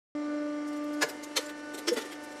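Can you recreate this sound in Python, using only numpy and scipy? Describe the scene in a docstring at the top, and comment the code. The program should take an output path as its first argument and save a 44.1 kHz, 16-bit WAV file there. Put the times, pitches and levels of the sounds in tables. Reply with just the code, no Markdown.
"""A cardboard box buckles in four crunches under a humming hydraulic press in a workshop.
Each crunch is a dense swell of tiny fractures that sets the box's panels ringing.
Between the crunches the strained board crackles and gives small creaks.
The pump's hum gets quieter and its whine changes tone as the box gives way.
Behind it are rushing oil, faint motor tones and a thin whistle."""
import sys
import numpy as np
from scipy import signal
from scipy.fft import rfft, irfft
from scipy.io import wavfile
from scipy.ndimage import uniform_filter1d, map_coordinates

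SR = 44100
rng = np.random.default_rng(int(sys.argv[2]) if len(sys.argv) > 2 else 0)


def dump_mix(stems):
    """Bounce the given channels to the path in sys.argv[1] as a 16-bit WAV at rate SR."""
    frames = np.atleast_2d(stems).T  # one column per channel
    limited = np.clip(frames, -1, 1)  # hard clip at full scale
    pcm = np.round(limited * 32767).astype(np.int16)
    wavfile.write(sys.argv[1], SR, pcm)


N = 105840
T = np.arange(N) / SR
HZ = np.fft.rfftfreq(N, 1 / SR)
BURST_T = np.arange(-2048, 6144) / SR  # seconds around the peak of a short sound


def amp(db):
    """Turns decibels into a gain."""
    return 10 ** (np.asarray(db) / 20)

def unit(x):
    """Scales a signal to an average (rms) level of 1."""
    return x / np.sqrt(np.mean(x ** 2) + 1e-20)

def curve(points):
    """Joins (time_s, value) points with straight lines."""
    return np.interp(T, *np.transpose(points))

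def shape(points, hz):
    """Joins (pitch_hz, level_db) points, giving every octave equal room."""
    point_hz, db = np.transpose(points)
    return np.interp(np.log(hz + 1), np.log(point_hz), db)

def wander(axis, step):
    """A smooth random drift that changes about once per step."""
    knots = rng.standard_normal(2048)
    return unit(map_coordinates(knots, [axis / step], order=3, mode="wrap"))

def band(x, low_hz, high_hz, order=20):
    """Keeps the sound between two frequencies."""
    hz = np.fft.rfftfreq(len(x), 1 / SR) + 1
    cut = np.sqrt((1 + (low_hz / hz) ** order) * (1 + (hz / high_hz) ** order))
    return irfft(rfft(x) / cut, len(x))

def tone(cycles, level_db, waver_db=1.76, waver_hz=6.014):
    """A pure tone whose level wavers at random."""
    gain = amp(level_db + waver_db * wander(T, .5 / waver_hz))
    return np.sqrt(2) * gain * np.sin(2 * np.pi * (cycles + rng.random()))

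def swell(rise_s, fall_s):
    """A loudness outline: smooth rise, rounded top, fading tail."""
    rising = -.5 * (BURST_T / rise_s) ** 2
    falling = 1 - np.hypot(1, BURST_T / fall_s * np.sqrt(2))
    return np.exp(np.where(BURST_T < 0, rising, falling))

def add(mix, peak_s, sound):
    """Places a short sound so that it peaks at the given time."""
    part = mix[round((peak_s + BURST_T[0]) * SR):][:len(sound)]
    part += sound[:len(part)]

def room(x, split_hz=2000, bass_fade_s=.44, treble_fade_s=.19):
    """The workshop's short echo, duller as it dies away."""
    noise = rng.standard_normal(N)
    bass = band(noise, 20, split_hz)
    tail = bass * amp(-60 * T / bass_fade_s) + (noise - bass) * amp(-60 * T / treble_fade_s)
    return signal.fftconvolve(x, tail / np.linalg.norm(tail))[:N]

# Tone colour of the oil and the workshop: pitch_hz, relative_db
RUSH_COLOUR = [(25, -23), (80, -16), (170, -10), (270, 2.5), (400, -3.5), (540, 1), (800, -9), (1500, -7.5),
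               (2200, -11.5), (3800, -18.5), (4500, -14.5), (5700, -14.5), (6600, -22.5), (7600, -18.5),
               (8500, -26.5), (10000, -31.5), (14000, -48)]

def oil_rush(level_db=-52.5, patch_db=1.6, ripple_db=3, ripple_hz=70):
    """Oil rushing through pipes: noise with narrow resonances and drifting louder patches."""
    ripple = ripple_db * wander(HZ, ripple_hz) * np.minimum(HZ / 2500, 1)
    noise = irfft(rfft(rng.standard_normal(N)) * amp(shape(RUSH_COLOUR, HZ) + ripple), N)
    grid = signal.stft(noise, nperseg=512)[2]  # the noise laid out by pitch and time
    patches = uniform_filter1d(rng.standard_normal(grid.shape), size=6, axis=0)
    patches = unit(uniform_filter1d(patches, size=8, axis=1))
    rush = signal.istft(grid * amp(patch_db * patches), nperseg=512)[1][:N]
    return amp(level_db) * unit(rush)

# Faint motor tones: pitch_hz, level_db
MOTOR_TONES = [(50, -81), (99, -77.5), (148, -76), (247, -65.5), (272, -63), (321, -58.5), (500, -63),
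               (568, -65)]
# A machine tone that comes and goes: time_s, level_db
DRONE_LEVEL = [(.35, -61), (.48, -75), (.73, -58), (.85, -75), (1.13, -54), (1.25, -75), (1.8, -63.5),
               (2.2, -58.5)]

def motor(drone_hz=741):
    """The motor's faint tones, with one more that fades in and out."""
    steady = sum(tone(hz * T, db) for hz, db in MOTOR_TONES)
    return steady + tone(drone_hz * T, curve(DRONE_LEVEL))

# Pump speed, one stroke per cycle: time_s, pitch_hz
PUMP_SPEED = [(.15, 296.4), (.8, 295.9), (1.15, 297), (2.4, 297.3)]

def pump_strokes():
    """Counts the strokes the pump has made so far."""
    return np.cumsum(curve(PUMP_SPEED)) / SR

def whistle(strokes, pitch_hz=9140, level_db=-78.5):
    """A thin whistle, chopped by the pump's strokes."""
    pulses = unit(np.maximum(np.cos(2 * np.pi * strokes), 0) ** 2)
    return pulses * tone(pitch_hz * T, level_db)

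def shaft(strokes, strokes_per_turn=12, level_db=-55.5, spread_db=3.5):
    """Weak tones at multiples of the shaft's turning rate, coloured by the same pipes as the oil."""
    turns = strokes / strokes_per_turn
    turn_hz = curve(PUMP_SPEED).mean() / strokes_per_turn
    out = np.zeros(N)
    for k in range(strokes_per_turn + 2, 100):
        if k % strokes_per_turn:  # skip the pump's own tones
            gain = amp(shape(RUSH_COLOUR, k * turn_hz) + spread_db * rng.standard_normal())
            out += gain * np.sin(2 * np.pi * (k * turns + rng.random()))
    return amp(level_db) * unit(out)

# The pump's lowest tone: time_s, level_db
HUM_LEVEL = [(.15, -33.5), (.5, -35), (.87, -36), (1.01, -34.5), (1.05, -55), (1.13, -46), (1.7, -44.5),
             (2.0, -48), (2.17, -46.5), (2.4, -50)]
# The tone an octave above it: time_s, level_db
OCTAVE_LEVEL = [(.15, -44), (.27, -46), (.33, -39.5), (.48, -39.5), (.6, -44.5), (.65, -53), (.73, -43),
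                (1.0, -44), (1.1, -53.5), (1.35, -53), (1.48, -45), (1.53, -57), (1.7, -48), (1.8, -64),
                (2.4, -52.5)]
# Tones at 3, 4, 5... times the pump's pitch: start_db, after_first_give_db, after_second_give_db
WHINE_LEVELS = [(-58, -57, -55.5), (-49.5, -59.5, -56.5), (-54, -54.5, -54.5), (-61, -60.5, -57),
                (-59.5, -57.5, -66), (-66.5, -70, -69), (-68, -69, -66), (-71.5, -70.5, -66.5),
                (-67.5, -76, -77)]
# Slow swell of the tone at 5 times the pump's pitch: time_s, boost_db
FIFTH_TONE_SWELL = [(.24, -3.5), (.3, 3.5), (.37, -1), (.43, 5), (.5, -0.5), (.85, -6.5), (.96, 1.5),
                    (1.14, 0), (1.24, -10), (1.34, -7), (1.41, 3.5), (1.78, 1.5), (2.1, -12), (2.2, 2),
                    (2.4, -3)]

def pump(strokes, give_s=(1.04, 1.31), give_length_s=.055, top_db=-76.5, top_db_per_octave=-4.5):
    """The pump's strokes hum and whine; its load changes both times the box gives way."""
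    hum = tone(strokes, curve(HUM_LEVEL), waver_db=.34)
    hum += tone(2 * strokes, curve(OCTAVE_LEVEL), waver_db=.68)
    first_give, second_give = (np.clip((T - s) / give_length_s + .5, 0, 1) for s in give_s)
    whine_db = {k: start + (middle - start) * first_give + (end - middle) * second_give
                for k, (start, middle, end) in enumerate(WHINE_LEVELS, 3)}
    whine_db[5] += curve(FIFTH_TONE_SWELL)
    last = max(whine_db)
    for k in range(last, 26):  # ever fainter tones above those in the table
        whine_db[k + 1] = top_db + top_db_per_octave * np.log2(k / last)
    return hum + sum(tone(k * strokes, db) for k, db in whine_db.items())

# Tone colour that the box gives every fracture: pitch_hz, relative_db
BOARD_COLOUR = [(150, -5), (230, -2.5), (330, 1), (560, -2), (800, -2.5), (1050, 1.5), (1800, 1.5),
                (5500, 1), (12500, -3.5)]

def fractures(per_s, size, spread_db=2.4, ripple_db=3, ripple_hz=90):
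    """Tiny snaps of uneven size, coloured by the board's many close resonances."""
    hz = np.fft.rfftfreq(size, 1 / SR)
    snaps = (rng.random(size) < per_s / SR) * rng.choice([-1, 1], size)
    strengths = amp(spread_db * np.minimum(rng.exponential(1, size), 4))
    ripple = ripple_db * wander(hz, ripple_hz) * np.minimum(hz / 1500, 1)
    return irfft(rfft(snaps * strengths) * amp(shape(BOARD_COLOUR, hz) + ripple), size)

# The fine, high crackle of strained board: time_s, level_db
CRACKLE_LEVEL = [(.15, -82), (.62, -70.5), (.9, -66.5), (1.08, -54), (1.15, -62.5), (1.3, -60.5),
                 (1.45, -54), (1.56, -64), (1.8, -61.5), (2.05, -54.5), (2.2, -61), (2.4, -64)]

def strain(clump_db=2, clump_s=.025, middle_db=-1.5, groan_db=3):
    """Board under load crackles in clumps, and its walls answer with a low groan."""
    snaps = fractures(per_s=4000, size=N) * amp(clump_db * wander(T, clump_s))
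    crackle = unit(band(snaps, 2900, 11000))
    middle = amp(middle_db) * unit(band(snaps, 537, 2900))
    groan = amp(groan_db) * unit(band(snaps, 283, 537))
    return amp(curve(CRACKLE_LEVEL)) * (crackle + middle + groan)

def fold(outline, fold_hz, fold_db, edges_hz, levels_db, width_octaves=.041):
    """Board folding: a swell of fractures with one resonance and its own level in each band."""
    hz = np.fft.rfftfreq(len(outline), 1 / SR) + 1
    octaves_away = np.log2(hz / fold_hz)
    resonance = amp(fold_db / (1 + (octaves_away / width_octaves) ** 2))
    snaps = irfft(rfft(fractures(per_s=11000, size=len(outline))) * resonance)
    bands = sum(amp(db) * unit(band(snaps, low, high) * outline)
                for low, high, db in zip(edges_hz, edges_hz[1:], levels_db))
    level = np.sqrt(np.mean(outline ** 2) * np.sum(amp(levels_db) ** 2))
    return unit(bands) * level

# Borders of a creak's four bands: edge_hz
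CREAK_BANDS = [290, 600, 3600, 7500, 13500]
# Creaks: peak_s, rise_and_fall_s, fold_hz, then one level_db per band
BOX_CREAKS = [(.684, .0099, 9400, -62, -70, -57, -58.5), (.735, 0.0082, 4600, -62, -66, -57, -62),
              (.774, .011, 7000, -62, -70, -62, -61), (.845, .0058, 12500, -62, -73, -63, -59.5),
              (.942, .009, 5170, -67, -65, -55.5, -57.5), (1.098, .0086, 4930, -42, -49, -44.5, -45.5),
              (1.242, 0.0073, 6380, -63, -53, -43.5, -48.5), (1.422, 0.013, 7920, -57, -51, -54, -55),
              (1.465, 0.0067, 7400, -57, -58, -47.5, -51.5), (1.498, 0.0098, 2620, -64, -47.5, -53, -55),
              (1.75, 0.0085, 7850, -40, -48, -47.5, -48.5), (1.789, 0.0087, 4150, -41.5, -46, -47.5, -46),
              (1.94, 0.0085, 10200, -41.5, -48, -46.5, -46), (2.02, .011, 5680, -46, -45.5, -47.5, -54),
              (2.06, 0.0096, 1900, -44, -52, -57, -57), (2.129, .011, 3250, -50, -46, -52.5, -53.5),
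              (2.244, .0082, 9600, -58, -66, -57, -53), (2.323, .013, 7400, -51, -64, -61, -62)]

def creaks(fold_db=10.5):
    """Small, quiet bursts of fractures before, between and after the crunches."""
    out = np.zeros(N)
    for peak_s, swell_s, fold_hz, *levels_db in BOX_CREAKS:
        add(out, peak_s, fold(swell(swell_s, swell_s), fold_hz, fold_db, CREAK_BANDS, levels_db))
    return out

# Ringing panels: peak_s, pitch_hz, level_db, ring_s (the ring drops 60 dB in about 0.8 of this)
PANEL_RINGS = [(1.030, 1695, -27, .055), (1.043, 450, -32, .068), (1.040, 600, -38, 0.085),
               (1.036, 715, -35.5, .053), (1.030, 1045, -34, .081), (1.030, 1452, -39, 0.095),
               (1.032, 2215, -41, .07), (1.045, 155, -51.5, 0.089), (1.373, 4168, -33, 0.078),
               (1.378, 960, -39.5, .082), (1.383, 450, -36.5, .073), (1.385, 510, -35.5, .066),
               (1.375, 3095, -35, .073), (1.887, 340, -26, 0.12), (1.884, 435, -33, 0.086),
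               (1.926, 484, -23.5, 0.067), (1.928, 232, -40.5, 0.049), (1.978, 255, -37.5, .086),
               (1.982, 432, -34, .08)]

def panels(rise_s=.0062, bend_fraction=.0029, bend_s=.0048):
    """Panels ring briefly as folds snap through, their pitch unsteady while they bend."""
    out = np.zeros(N)
    for peak_s, hz, db, ring_s in PANEL_RINGS:
        bend = 1 + bend_fraction * wander(BURST_T - BURST_T[0], bend_s)
        cycles = np.cumsum(hz * bend) / SR + rng.random()
        outline = swell(rise_s, ring_s / np.log(1000))
        add(out, peak_s, np.sqrt(2) * amp(db) * outline * np.sin(2 * np.pi * cycles))
    return out

# Borders of a crunch's six bands: edge_hz
CRUNCH_BANDS = [280, 620, 2000, 3050, 4400, 7600, 13000]
# Crunches: peak_s, rise_s, fall_s, fold_hz, fold_boost_db, then one level_db per band
BOX_CRUNCHES = [(1.029, 0.0091, .010, 6840, 4.1, -35, -28.5, -33, -39.5, -29, -38.5),
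                (1.374, .0076, .0098, 6200, 7, -38.5, -32.5, -33.5, -29.5, -30, -34.5),
                (1.886, .007, 0.0087, 5480, 14.4, -33, -33, -36, -34.5, -28, -40),
                (1.979, .011, .017, 1895, 6, -35.5, -37, -44, -42.5, -45, -45)]

def crunches():
    """The walls buckle, each time in a loud, dense swell of fractures."""
    out = np.zeros(N)
    for peak_s, rise_s, fall_s, fold_hz, fold_db, *levels_db in BOX_CRUNCHES:
        add(out, peak_s, fold(swell(rise_s, fall_s), fold_hz, fold_db, CRUNCH_BANDS, levels_db))
    return out

def scene(crush_echo_db=-11.5, ring_echo_db=-19.5):
    """The box and the press, heard from close by in one channel."""
    crush = crunches() + creaks()
    rings = panels()
    strokes = pump_strokes()
    press = pump(strokes) + motor() + whistle(strokes) + shaft(strokes) + oil_rush()
    box = strain() + crush + rings
    echo = room(amp(crush_echo_db) * crush + amp(ring_echo_db) * rings)
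    return (press + box + echo)[None]

def record(dry, start_s=.15, fade_in_s=.0017, cutoff_hz=14800):
    """The sound starts abruptly after a short silence, with its highest treble cut off."""
    opened = dry * np.clip((T - start_s) / fade_in_s, 0, 1)
    low_pass = signal.firwin(511, cutoff_hz, window=("kaiser", 9), fs=SR)
    return signal.oaconvolve(opened, low_pass[None], "same")


dry = scene()
out = record(dry)
dump_mix(out)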